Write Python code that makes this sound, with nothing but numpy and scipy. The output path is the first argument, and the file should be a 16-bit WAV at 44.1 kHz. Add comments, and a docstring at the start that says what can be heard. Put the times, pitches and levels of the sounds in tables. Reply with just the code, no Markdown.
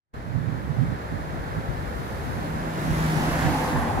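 """A diesel van drives past

The van goes from right to left, a few metres from a phone on the pavement of a town street.
Its engine drones and hisses, its tyres sing, and the front and rear axles roar by in turn.
Behind it are traffic up and down the road and one faint squeak. Wind buffets the phone's
two microphone openings (ports) separately."""
import sys
import numpy as np
from scipy import signal
from scipy.fft import rfft, irfft
from scipy.io import wavfile
from scipy.ndimage import uniform_filter1d, map_coordinates

SR = 44100
rng = np.random.default_rng(int(sys.argv[2]) if len(sys.argv) > 2 else 0)


def waveform_to_disk(signal):
    """Save audio, clipped to [-1, 1], as 16-bit WAV at the path in sys.argv[1]."""
    frames = np.transpose(np.atleast_2d(signal))
    scaled = np.clip(frames, -1, 1) * 32767
    samples = np.round(scaled).astype(np.int16)
    wavfile.write(sys.argv[1], SR, samples)


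N = 176400

SPEED_M_S, LANE_M, SOUND_M_S = 8.2, 4.8, 343  # van speed, its closest distance, speed of sound
FRONT_S, REAR_S = 3.42, 3.8  # when each axle passes the phone
PORT_LAG_S = .00051  # time sound takes from one port to the other

# engine tones (multiple of the crankshaft's turning rate, level/dB)
ENGINE_TONES = [(2, -13.5), (3, -21), (4, -19), (6, -1.5), (7, -13), (8, -21.5), (9, -14), (12, -16.5)]
# loudness of the exhaust drone (t/s, level/dB)
DRONE_LOUDNESS = [(0, -26.5), (1.4, -12.5), (2.35, -15), (2.6, -5.5), (2.82, -5.5), (2.89, 1), (3.03, 3.5),
                  (3.3, -.7), (3.55, -2.7), (4, -10)]
# hiss from the front of the van (f/Hz, level/dB)
HISS_SPECTRUM = [(300, -14), (900, 10), (2000, 4.5), (3000, -2), (4500, -4), (7000, -7.5), (10000, -5),
                 (13300, -3.3), (15700, -8)]
# loudness of that hiss (t/s, level/dB)
HISS_LOUDNESS = [(0, -68), (1.85, -59.5), (2.05, -54.5), (2.35, -50.5), (2.66, -51.3), (2.82, -43.5),
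                 (3.03, -39.3), (3.25, -38.2), (3.44, -37.7), (3.69, -39.7), (3.77, -44.5), (4, -51)]
# roar of the front tyres (f/Hz, level/dB)
FRONT_SPECTRUM = [(40, -10), (120, -1.5), (280, 4.8), (420, -10), (520, -12), (580, -5.5), (780, -2),
                  (1050, -8.5), (1270, -13), (1800, -18.5), (2800, -17.5), (7000, -40), (15000, -68)]
# roar of the rear tyres (f/Hz, level/dB)
REAR_SPECTRUM = [(40, -19), (110, -5), (245, 7.3), (380, -12), (600, -12), (850, .3), (1050, 0),
                 (1300, -10.5), (1850, -15), (2800, -39.5), (7000, -32), (10000, -25), (15000, -29)]
# narrow tread tones and broad tyre whooshes (f/Hz, width/Hz, level/dB, loudest at t/s, length/s)
TREAD_BANDS = [(505, 30, -40, 3.55, .48), (780, 70, -34.5, 3.95, .19), (762, 70, -35, 3.52, .13),
               (884, 40, -34.5, 3.64, .1), (870, 60, -36.5, 3.93, .22), (1450, 1200, -39.5, 3.02, .17),
               (1700, 700, -33.7, 3.42, .19), (1650, 480, -36.3, 3.77, .12)]
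# distant traffic (f/Hz, level/dB)
TRAFFIC_SPECTRUM = [(25, -37), (55, -4.5), (150, -.8), (210, -1.3), (290, -3), (400, -4.5), (540, -5),
                    (680, -6.5), (850, -5.4), (1200, -7.4), (1750, -10.3), (2200, -16.5), (2800, -24),
                    (4300, -27), (7000, -44.5), (15000, -62)]
# loudness of that traffic (t/s, level/dB)
TRAFFIC_LOUDNESS = [(.14, -5), (.55, -2), (1.3, .5), (2.1, 1), (2.7, 2.5), (4, 4.5)]
# low rumble of the town (f/Hz, level/dB)
RUMBLE_SPECTRUM = [(20, -46), (36, -8), (54, 15), (72, 10.5), (110, -9), (250, -27)]
# thin swish on the left (f/Hz, level/dB)
SWISH_SPECTRUM = [(1500, -2.5), (4000, -1.7), (7000, -8.5), (8700, -4), (10000, -3), (13500, 3),
                  (14500, -1), (15200, -24)]
# loudness of that swish (t/s, level/dB)
SWISH_LOUDNESS = [(.14, -64), (.6, -57), (1.5, -54), (2.1, -47), (2.6, -53), (4, -59)]
# a gust hitting a port (f/Hz, level/dB)
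GUST_SPECTRUM = [(20, -34), (45, -11), (70, -3), (135, 8), (200, -2.5), (290, -6.5), (370, -30.5),
                 (800, -41), (2500, -77)]
# the gusts (t/s, length/s, level/dB, port: 0 left or 1 right)
WIND_GUSTS = [(.29, .07, -32, 1), (.368, .04, -19, 1), (.47, .19, -25, 1), (.72, .15, -26, 1),
              (.79, .035, -20, 1), (.832, .035, -15, 1), (.91, .06, -21, 1), (1.148, .053, -24.5, 1),
              (1.585, .03, -22.5, 1), (2.377, .045, -25, 1), (2.89, .07, -23, 1), (3.476, .06, -18.5, 1),
              (3.775, .1, -24, 1), (.844, .13, -34, 0), (1.364, .1, -32, 0), (1.714, .06, -28, 0),
              (2.016, .056, -31, 0), (2.303, .12, -29.5, 0), (3.18, .06, -24.5, 0), (3.98, .07, -25, 0)]
# breeze blowing over a port (f/Hz, level/dB)
BREEZE_SPECTRUM = [(20, -24), (33, -14), (46, -1.5), (70, -0.5), (120, -0.5), (200, -18.5), (330, -24),
                   (1000, -57)]
# loudness of that breeze (t/s, level/dB)
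BREEZE_LOUDNESS = [(.14, -39.5), (1, -38), (2.2, -37), (3.1, -37), (4, -35)]
# how the left port boosts or cuts each frequency (f/Hz, level/dB)
LEFT_COLOUR = [(300, 0.5), (600, 2.5), (1100, -1), (1700, -1.8), (2300, -3), (2900, -0.5), (6000, -1),
               (7400, -2), (8500, -4.5), (9800, -4), (15000, -8)]
# the same for the right port (f/Hz, level/dB)
RIGHT_COLOUR = [(300, 0.5), (600, 1.8), (1100, -.6), (1700, 2.6), (2300, 1.2), (2900, -2), (6000, 0),
                (7400, 0.5), (8500, -10.3), (9800, -1.2), (15000, -16.5)]


def engine(crank_hz=25.97, wander=.00399, drone_db=-28.5, hiss_pulse=.28, echo_db=4.5):
    """The exhaust drones at multiples of the crankshaft's rate; a hiss pulses with each firing."""
    distance, side = van_position(FRONT_S)
    crank_angle = 2 * np.pi * np.cumsum(crank_hz * (1 + wander * wobble(7.13))) / SR
    tones = 0
    for multiple, db in ENGINE_TONES:
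        strength = np.sqrt(2) * gain(db + .5 * wobble(7.1))
        tones += strength * np.sin(round(multiple) * crank_angle + rng.uniform(0, 2 * np.pi))
    drone = travel(tones, distance) * gain(drone_db + curve(DRONE_LOUDNESS))
    firing = 1 + hiss_pulse * np.cos(2 * crank_angle)  # two firings per turn
    hiss = from_side(noise(HISS_SPECTRUM) * firing, side)
    hiss += gain(echo_db) * all_around(HISS_SPECTRUM)
    return from_side(drone, side) + hiss * gain(curve(HISS_LOUDNESS))


def axle_roar(passing_s, spectrum, db, flutter_db=1.6, bounce_db=-11, echo_db=-4.5):
    """Tyres roar and flutter on the road surface, growing louder as their axle comes near."""
    distance, side = van_position(passing_s)
    nearness = LANE_M / distance
    roar = travel(noise(spectrum) * gain(flutter_db * wobble(45)), distance)
    detour_m = .91 * nearness  # a bounce off the ground; its changing path sweeps the tone
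    roar += gain(bounce_db) * delay(roar, detour_m / SOUND_M_S)
    house_echo = gain(echo_db) * all_around(spectrum)
    return gain(db) * nearness ** 2.1 * (from_side(roar, side) + house_echo)


def tyre_tread():
    """Narrow tread tones and broad whooshes swell and fade as the tyres pass the phone."""
    t, hz = np.arange(N) / SR, np.arange(N // 2 + 1) * SR / N
    sound = 0
    for centre, width, db, at, length in TREAD_BANDS:
        band_shape = 1 / (1 + ((hz - centre) / width) ** 2) ** 2
        band = irfft(rfft(rng.standard_normal(N)) * band_shape, N)
        swell = gain(db) / (1 + (2 * (t - at) / length) ** 2)
        sound += swell * band / band.std()
    distance, side = van_position((FRONT_S + REAR_S) / 2)
    return from_side(travel(sound, distance), side)


def wind(port):
    """Moving air buffets one port: short, low gusts over a restless breeze."""
    t = np.arange(N) / SR
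    power = sum(gain(db) ** 2 * np.exp(-(2 * (t - at) / length) ** 2)
                for at, length, db, where in WIND_GUSTS if round(where) == port)
    gusts = noise(GUST_SPECTRUM) * np.sqrt(power)
    breeze = noise(BREEZE_SPECTRUM) * gain(curve(BREEZE_LOUDNESS) + 2 * wobble(6.12))
    return gusts + breeze


def traffic(cars_db=-41, echo_db=-39.5, rumble_db=-42.5):
    """Cars far up and down the road, their echo, the town's rumble and a thin swish on the left."""
    right = from_side(noise(TRAFFIC_SPECTRUM) * gain(cars_db + wobble(13)), .82)
    left = from_side(noise(TRAFFIC_SPECTRUM) * gain(cars_db + wobble(13)), -1.053)
    swish = np.array([noise(SWISH_SPECTRUM) * gain(curve(SWISH_LOUDNESS)), np.zeros(N)])
    echo = gain(echo_db) * all_around(TRAFFIC_SPECTRUM)
    rumble = gain(rumble_db) * all_around(RUMBLE_SPECTRUM)
    return (right + left + echo + rumble) * gain(curve(TRAFFIC_LOUDNESS)) + swish


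def squeak(at_s=.513, hz=1110, length_s=.045, db=-50):
    """One faint, brief tone from somewhere down the street."""
    t = np.arange(N) / SR - at_s
    swell = gain(db) * np.sqrt(2) * np.exp(-(2 * t / length_s) ** 2)
    return swell * np.sin(2 * np.pi * hz * t)


def van_position(passing_s):
    """Distance in metres and side (-1 left, 1 right) of a point on the van."""
    along_road = SPEED_M_S * (passing_s - np.arange(N) / SR)
    distance = np.hypot(along_road, LANE_M)
    return distance, along_road / distance


def travel(x, distance):
    """Sound from further off arrives later, so a changing distance bends its pitch."""
    return delay(x, (distance - LANE_M) / SOUND_M_S)


def from_side(x, side):
    """Sound from the left (negative side) or right (positive) reaches the nearer port first."""
    lag_s = side * PORT_LAG_S / 2
    return np.array([delay(x, lag_s), delay(x, -lag_s)])


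def all_around(spectrum):
    """Noise from every direction: alike at both ports in the bass, unrelated in the treble."""
    alike = np.sinc(2 * PORT_LAG_S * np.arange(N // 2 + 1) * SR / N)
    shared = irfft(rfft(noise(spectrum)) * np.sqrt((1 + alike) / 2), N)
    opposed = irfft(rfft(noise(spectrum)) * np.sqrt((1 - alike) / 2), N)
    return np.array([shared + opposed, shared - opposed])


def delay(x, seconds):
    """Make a sound late by a steady or changing time."""
    return map_coordinates(x, [np.arange(N) - seconds * SR], order=3, mode="mirror")


def noise(spectrum):
    """Noise of typical size 1; the spectrum sets only its balance of low and high."""
    x = colour(rng.standard_normal(N), spectrum)
    return x / x.std()


def colour(x, spectrum):
    """Boost or cut each frequency, following (f/Hz, level/dB) rows."""
    hz, db = np.array(spectrum).T
    log_hz = np.log(np.arange(N // 2 + 1) * SR / N + 1)
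    return irfft(rfft(x) * gain(np.interp(log_hz, np.log(hz), db)), N)


def wobble(rate_hz):
    """A smooth random drift of typical size 1, with rate_hz new values a second."""
    hold = int(SR / rate_hz)
    steps = np.repeat(rng.standard_normal(N // hold + 1), hold)
    smooth = uniform_filter1d(uniform_filter1d(steps, hold), hold)[:N]
    return smooth / smooth.std()


def curve(rows):
    """Join (t/s, level/dB) rows with straight lines."""
    return np.interp(np.arange(N) / SR, *np.array(rows).T)


def gain(db):
    """Turn decibels into a multiplier."""
    return 10 ** (np.asarray(db) / 20)


def scene():
    """The van, the street and the wind, as left and right channels."""
    van = engine() + tyre_tread()
    van += axle_roar(FRONT_S, FRONT_SPECTRUM, db=-31.3)
    van += axle_roar(REAR_S, REAR_SPECTRUM, db=-31.2)
    return van + traffic() + squeak() + np.array([wind(0), wind(1)])


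def record(dry):
    """Each port colours the sound, which starts abruptly and loses its highest treble."""
    start_s, rise_s, top_hz = .136, .0071, 15700
    opening = gain(curve([(0, -70), (start_s - rise_s, -42), (start_s + rise_s / 2, 0)]))
    heard = np.array([colour(dry[0], LEFT_COLOUR), colour(dry[1], RIGHT_COLOUR)]) * opening
    treble_cut = signal.ellip(10, .2, 80, top_hz, fs=SR, output="sos")
    return signal.sosfilt(treble_cut, heard)


dry = scene()
out = record(dry)
waveform_to_disk(out)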